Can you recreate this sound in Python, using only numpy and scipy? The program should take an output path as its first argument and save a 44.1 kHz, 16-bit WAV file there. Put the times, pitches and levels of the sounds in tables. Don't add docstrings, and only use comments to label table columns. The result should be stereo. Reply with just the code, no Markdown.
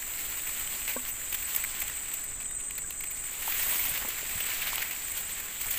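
import sys
import numpy as np
from scipy import signal
from scipy.fft import rfft, irfft, next_fast_len
from scipy.io import wavfile
from scipy.ndimage import uniform_filter1d

SR = 44100
rng = np.random.default_rng(int(sys.argv[2]) if len(sys.argv) > 2 else 0)


def generate_wav(sig):
    pcm = np.round(np.clip(np.atleast_2d(sig).T, -1, 1) * 32767).astype(np.int16)
    wavfile.write(sys.argv[1], SR, pcm)


N = 254898
TIME = np.arange(N) / SR

# f/Hz, level/dB
HUSH_SPECTRUM = [(30, -14.5), (150, -9.5), (300, -8.5), (700, -14), (2000, -10.5), (4000, -39), (9000, -49)]
# f/Hz, level/dB
BUFFET_SPECTRUM = [(5, 6.5), (15, 7.5), (35, -0.5), (60, -1), (95, -7.5), (150, -15.5), (400, -44),
                   (2000, -80)]
# t/s, duration/s, level/dB, f/Hz, upward glide as a fraction of f
PEEPS = [(2.47, 0.09, -54, 3680, 0.023), (2.837, 0.02, -45, 1595, .04)]
# f/Hz, width/Hz, level/dB
CHORUS_BANDS = [(6240, 160, -60.5), (7164, 580, -51), (7740, 460, -48), (7940, 510, -50),
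                (8120, 570, -45.5)]
# f/Hz, level/dB, 60 dB decay time/s, rise time/s
PLOP_MODES = [(248, -36.5, 0.17, 0.0053), (523, -26, 0.025, 0.0032), (987, -31, 0.022, 0.0046),
              (1130, -38, 0.062, 0.013), (1560, -35, 0.023, 0.0079)]
# f/Hz, level/dB
LEAF_SPECTRUM = [(100, -10.5), (300, -13.5), (700, -8), (1300, -5.5), (2200, 2), (3100, -1.5), (4600, -7),
                 (5500, -10.5), (6800, -2.5), (8500, -5), (10200, -5), (12200, 1.5), (14300, 5),
                 (15500, 7.5)]
# t/s, swish of broad leaves/dB, hiss of dry blades/dB
BRUSH_LEVELS = [(0.0, -48, -49), (0.16, -43.5, -45.5), (0.4, -44.5, -47.5), (0.88, -42.5, -45.5),
                (1.12, -48.5, -50.5), (1.5, -42.5, -45.5), (1.75, -43, -49), (2.2, -48, -53.5),
                (2.5, -55.5, -63), (3.05, -53, -57.5), (3.4, -43, -48), (3.49, -38.5, -41.5),
                (3.76, -35.5, -37), (4.1, -41, -46), (4.75, -37, -43), (4.97, -43.5, -48.5),
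                (5.5, -45, -50.5), (5.78, -40.5, -41)]
# t/s, level/dB, f/Hz, 60 dB decay time/s
STEM_KNOCKS = [(1.822, -33, 750, 0.025), (3.477, -23.5, 910, 0.036), (3.655, -44, 380, .05),
               (3.914, -39, 109, .08), (4.022, -28.5, 1130, 0.021), (4.047, -30.5, 860, 0.046),
               (4.049, -35, 300, .04), (4.079, -31, 297, 0.023), (4.225, -35.5, 433, .04),
               (4.353, -35.5, 89.5, 0.11), (4.7318, -30, 1057, 0.014), (4.781, -16, 900, 0.0087)]
# t/s, snap level/dB, body level/dB, half duration/s
LOUD_CRACKLES = [(0.469, -26, -37, 0.0083), (0.594, -24, -40, 0.0045), (0.8757, -22, -28.5, 0.0023),
                 (0.89, -25.5, -38, 0.029), (1.085, -24.5, -47.5, 0.026), (1.325, -22, -38, .007),
                 (1.3433, -20, -35.5, 0.0087), (1.547, -20, -38, .005), (1.5597, -13, -38, .0041),
                 (1.801, -18, -60, 0.0036), (1.816, -20.5, -37, 0.0075), (2.137, -20.5, -40, 0.0056),
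                 (2.404, -35, -43, 0.01), (2.706, -26, -37.5, 0.002), (2.779, -24.5, -38, 0.0083),
                 (2.904, -21.5, -37.5, 0.0029), (3.0053, -26, -39, .004), (3.0356, -25.5, -38, .0059),
                 (3.109, -26.5, -46, 0.011), (3.852, -31, -35, .004), (3.974, -22, -33, .0058),
                 (4.403, -22, -36, 0.007), (4.463, -22, -37, .0055), (4.085, -18.5, -48, 0.006),
                 (4.819, -25, -33, 0.011), (5.115, -23, -49, .005), (5.1751, -23, -42, 0.0077),
                 (5.6126, -21, -38, .0047), (5.7069, -16.5, -38, 0.0088), (5.7714, -20, -38, .005)]
# t/s, crack peak/dB, ring peak/dB, f/Hz
TWIG_SNAPS = [(1.5486, -20, -24, 3320), (1.6398, -9, -21, 1990), (1.6473, -17, -24.5, 1950),
              (2.458, -38, -37, 3120), (3.8405, -20, -27.5, 2970), (4.7312, -26, -26.5, 1070),
              (4.7571, -8, -23, 3030), (4.7810, -27, -19.5, 3060), (5.1755, -12, -38, 3300)]
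# start/s, end/s, level/dB
PHRASES = [(.78, 1.003, -48), (1.253, 1.56, -46), (1.85, 2.11, -46), (2.422, 2.74, -40.5),
           (2.949, 3.31, -42), (3.543, 3.983, -39.5), (4.15, 4.52, -47), (5.0, 5.39, -42.5),
           (5.573, 5.77, -42)]
# t/s, level/dB
HELD_NOTE_LEVEL = [(0.0, -47.5), (0.52, -39.5), (1.25, -43.5), (1.48, -39), (2.3, -41.5), (3.8, -44.5),
                   (4.05, -50), (4.4, -40.5), (4.95, -49), (5.78, -60)]


def gain_of(db):
    return 10 ** (np.asarray(db) / 20)


def unit_rms(x):
    return x / np.sqrt(np.mean(x ** 2) + 1e-20)


def phase_of(hz):
    return 2 * np.pi * np.cumsum(hz) / SR


def follow(rows):
    times, *columns = np.transpose(rows)
    return [np.interp(TIME, times, column) for column in columns]


def add(mix, start_s, sound):
    part = mix[max(round(start_s * SR), 0):][:len(sound)]
    part += sound[:len(part)]


def colour(x, spectrum):
    f, db = np.transpose(spectrum)
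    hz = np.fft.rfftfreq(len(x), 1 / SR)
    return irfft(rfft(x) * gain_of(np.interp(np.log(hz + 1), np.log(f), db)), len(x))


def wander(rate_hz):
    size = next_fast_len(N)
    hz = np.fft.rfftfreq(size, 1 / SR)
    return unit_rms(irfft(rfft(rng.standard_normal(size)) * np.exp(-(hz / rate_hz) ** 2), size)[:N])


def air(hush_db=-54, buffet_db=-50, gust_db=2.5, gust_hz=8):
    buffet = colour(rng.standard_normal(N), BUFFET_SPECTRUM) * gain_of(gust_db * wander(gust_hz))
    hush = colour(rng.standard_normal(N), HUSH_SPECTRUM)
    return gain_of(hush_db) * unit_rms(hush) + gain_of(buffet_db) * unit_rms(buffet)


def far_bird(jitter=0.025):
    out, blur = np.zeros(N), jitter * wander(350)
    for start, length_s, db, hz, glide in PEEPS:
        progress = np.linspace(0, 1, round(length_s * SR))
        pitch = hz * (1 + glide * progress + blur[round(start * SR):][:len(progress)])
        add(out, start, gain_of(db) * np.sin(np.pi * progress) * np.sin(phase_of(pitch)))
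    return out


def resonant_noise(hz, width_hz):
    carrier = np.exp(1j * phase_of(hz * np.ones(N)))
    pole = np.exp(-np.pi * width_hz / SR)
    baseband = signal.lfilter([1], [1, -2 * pole, pole ** 2], rng.standard_normal(N) / carrier)
    return unit_rms((carrier * baseband).real)


def far_cicadas(pitch_hz=7230, drift_hz=45, level_db=-47, swell_db=0.9, pulse_hz=47, depth=0.086):
    hz = pitch_hz + drift_hz * wander(0.81)
    pulse = 1 + depth * np.sin(phase_of(pulse_hz * (1 + 0.0079 * wander(5.6))))
    singers = gain_of(level_db + swell_db * wander(1.8)) * pulse * resonant_noise(hz, width_hz=220)
    return singers + sum(gain_of(db) * resonant_noise(f, width) for f, width, db in CHORUS_BANDS)


def plop(start_s=0.9615):
    t, out = np.arange(SR // 3) / SR, np.zeros(N)
    for hz, db, t60, rise_s in PLOP_MODES:
        rise = np.minimum(t / rise_s, 1) ** 2
        decay = gain_of(db - 60 * np.maximum(t - rise_s, 0) / t60)
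        add(out, start_s, np.sin(2 * np.pi * hz * t) * rise * decay)
    return out


def brushed_grass(slips_per_s=7000, spread_db=2.5, flicker_db=1.47, blades_db=1.5, tips_db=14):
    swish_db, hiss_db = follow(BRUSH_LEVELS)
    clumps = gain_of(wander(19) + 0.36 * wander(250))
    slips = (rng.random(N) < slips_per_s / SR) * rng.choice([-1, 1], N)
    strength = gain_of(spread_db * np.minimum(rng.exponential(1, N), 5))
    friction = unit_rms(slips * strength) + 0.42 * rng.standard_normal(N)
    rustle = rfft(colour(friction * clumps, LEAF_SPECTRUM))
    leaves_hz, blades_hz, tips_hz = [900, 1700, 2400, 3300, 5000], [8000, 12500], [15000]
    centres, hz = np.array(leaves_hz + blades_hz + tips_hz), np.fft.rfftfreq(N, 1 / SR)

    def flickering(group):
        bands = (irfft(rustle * np.interp(hz, centres, centres == centre), N) for centre in group)
        return unit_rms(sum(band * gain_of(flicker_db * wander(30)) for band in bands))

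    swish = gain_of(swish_db) * flickering(leaves_hz)
    hiss = gain_of(hiss_db + blades_db) * flickering(blades_hz)
    sizzle = gain_of(hiss_db + tips_db) * flickering(tips_hz)
    return swish + hiss + sizzle


def stem_knocks(gain_db=-2, rise_s=0.0021, spread_oct=0.55):
    t, out = np.arange(SR // 5) / SR, np.zeros(N)
    for start, db, hz, t60 in STEM_KNOCKS:
        band = signal.butter(2, [hz / 2 ** spread_oct, hz * 2 ** spread_oct], "band", fs=SR, output="sos")
        roughness = unit_rms(signal.sosfilt(band, rng.standard_normal(len(t))))
        note = 0.99 * np.sin(2 * np.pi * hz * t) + roughness
        envelope = (1 - np.exp(-t / rise_s)) * gain_of(-60 * t / t60)
        add(out, start, gain_of(db + gain_db) * np.sqrt(np.mean(envelope ** 2)) * unit_rms(note * envelope))
    return out


def leaf_responses(split_hz=6000):
    click = colour(signal.unit_impulse(512, "mid"), LEAF_SPECTRUM)
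    filters = [signal.butter(3, split_hz, kind, fs=SR, output="sos") for kind in ("low", "high")]
    halves = [signal.sosfilt(sos, click) for sos in filters]
    return [half / np.linalg.norm(half) for half in halves]


def damped_mode(hz, decay_cycles):
    cycles = hz * np.arange(400) / SR
    note = np.sin(2 * np.pi * cycles) * np.exp(-cycles / decay_cycles) * (1 - np.exp(-cycles))
    return note / np.linalg.norm(note)


def small_crackles(per_s=9, snap_db=-28.5, body_db=-40.5, spread_db=3, growth=0.5, half_s=0.0044):
    swish_db, _ = follow(BRUSH_LEVELS)
    push_db = growth * (swish_db - swish_db.mean())
    rows = []
    for slot, (place, snap, body, length) in enumerate(rng.uniform(-1, 1, (200, 4))):
        start = (slot + 0.5 + place / 2) / per_s
        if start < TIME[-1]:
            db = np.interp(start, TIME, push_db)
            high_db, low_db = db + snap_db + spread_db * snap, db + body_db + spread_db * body
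            rows.append((start, high_db, low_db, half_s * 2 ** length))
    return rows


def leaf_crackles(leaf_hz=2440, spread_oct=0.18, snap_db=-4, body_db=0.5, note_ratio=1.08,
                  swell_s=0.0032, tail_db=-19, tail_s=0.043, grit_db=0.2):
    t, out = np.arange(-SR // 50, SR // 12) / SR, np.zeros(N)
    body, snap = leaf_responses()
    for start, high_db, low_db, half_s in list(LOUD_CRACKLES) + small_crackles():
        hz = leaf_hz * 2 ** (spread_oct * rng.standard_normal())
        age = t - swell_s
        crunch = np.exp(-(age / (half_s * np.where(age < 0, 0.5, 1))) ** 2)
        tail = gain_of(tail_db) * np.exp(-abs(age) / tail_s) * (t > 0)
        leaf_noise, note_noise, grit = rng.standard_normal((3, len(t)))
        force = (crunch + tail) * gain_of(grit_db * unit_rms(uniform_filter1d(grit, 30)))
        note = signal.fftconvolve(note_noise * force, damped_mode(hz, decay_cycles=1.18))[:len(t)]
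        low = signal.fftconvolve(leaf_noise * force, body, "same") + note_ratio * note
        low *= gain_of(low_db + body_db) / np.hypot(1, note_ratio)
        high = gain_of(high_db + snap_db) * signal.fftconvolve(leaf_noise * force, snap, "same")
        add(out, start + t[0], low + high)
    return out


def twig_snaps(tear_s=0.0012, splinter=0.37):
    _, snap = leaf_responses()
    t, out = np.arange(SR // 100) / SR, np.zeros(N)
    for start, crack_db, ring_db, hz in TWIG_SNAPS:
        fibres = rng.standard_normal(len(t)) * np.exp(-t / tear_s)
        crack = np.convolve(fibres, snap)
        force = signal.unit_impulse(len(t)) + splinter * fibres
        wood = np.convolve(force, damped_mode(hz, decay_cycles=1.36))
        add(out, start - len(snap) / 2 / SR, gain_of(crack_db) * crack / abs(crack).max())
        add(out, start, gain_of(ring_db) * wood / abs(wood).max())
    return out


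def tymbal(hz, flutter_db, waver_hz):
    tone = np.sin(phase_of(hz + waver_hz * wander(57)))
    return unit_rms(tone * gain_of(flutter_db * wander(190)))


def throbbing_cicada(pitch_hz=8130, throb_hz=17, throb_db=4.5, bend_hz=20, scoop_hz=70, scoop_s=0.1):
    effort, hz = np.zeros(N), np.full(N, float(pitch_hz))
    for start, end, db in PHRASES:
        on = (TIME >= start) & (TIME < end)
        effort[on] = gain_of(db) * signal.windows.tukey(on.sum(), 0.25)
        hz[on] -= scoop_hz * np.exp(-(TIME[on] - start) / scoop_s)
    throb = np.sin(phase_of(throb_hz * (1 + 0.074 * wander(4))))
    tone = tymbal(hz + bend_hz * throb, flutter_db=3, waver_hz=19.2)
    return effort * unit_rms(gain_of(throb_db * throb) * tone)


def held_cicada(pitch_hz=8055, drift_hz=11.7, tone_db=-2.5, buzz_db=-7,
                throb_hz=17, throb_db=1.5, swell_db=1.5):
    level_db, = follow(HELD_NOTE_LEVEL)
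    hz = pitch_hz + drift_hz * wander(3.66)
    throb = np.sin(phase_of(throb_hz * (1 + 0.132 * wander(5.9))))
    tone = gain_of(tone_db) * tymbal(hz, flutter_db=2.5, waver_hz=20.98)
    buzz = gain_of(buzz_db) * resonant_noise(hz, width_hz=260)
    sway = gain_of(throb_db * throb + swell_db * wander(16))
    return gain_of(level_db) * unit_rms(sway * (tone + buzz))


def scene(left_db=-4.5, right_db=3):
    insects = held_cicada() + throbbing_cicada() + far_cicadas()
    swamp = plop() + far_bird() + air()
    thicket = brushed_grass() + twig_snaps() + stem_knocks() + leaf_crackles()
    return (insects + swamp + thicket) * gain_of([[left_db], [right_db]])


def record(dry, cutoff_hz=15500):
    lowpass = signal.firwin(1023, cutoff_hz, window=("kaiser", 9), fs=SR)
    return signal.oaconvolve(dry, lowpass[None], "same", axes=1)


dry = scene()
out = record(dry)
generate_wav(out)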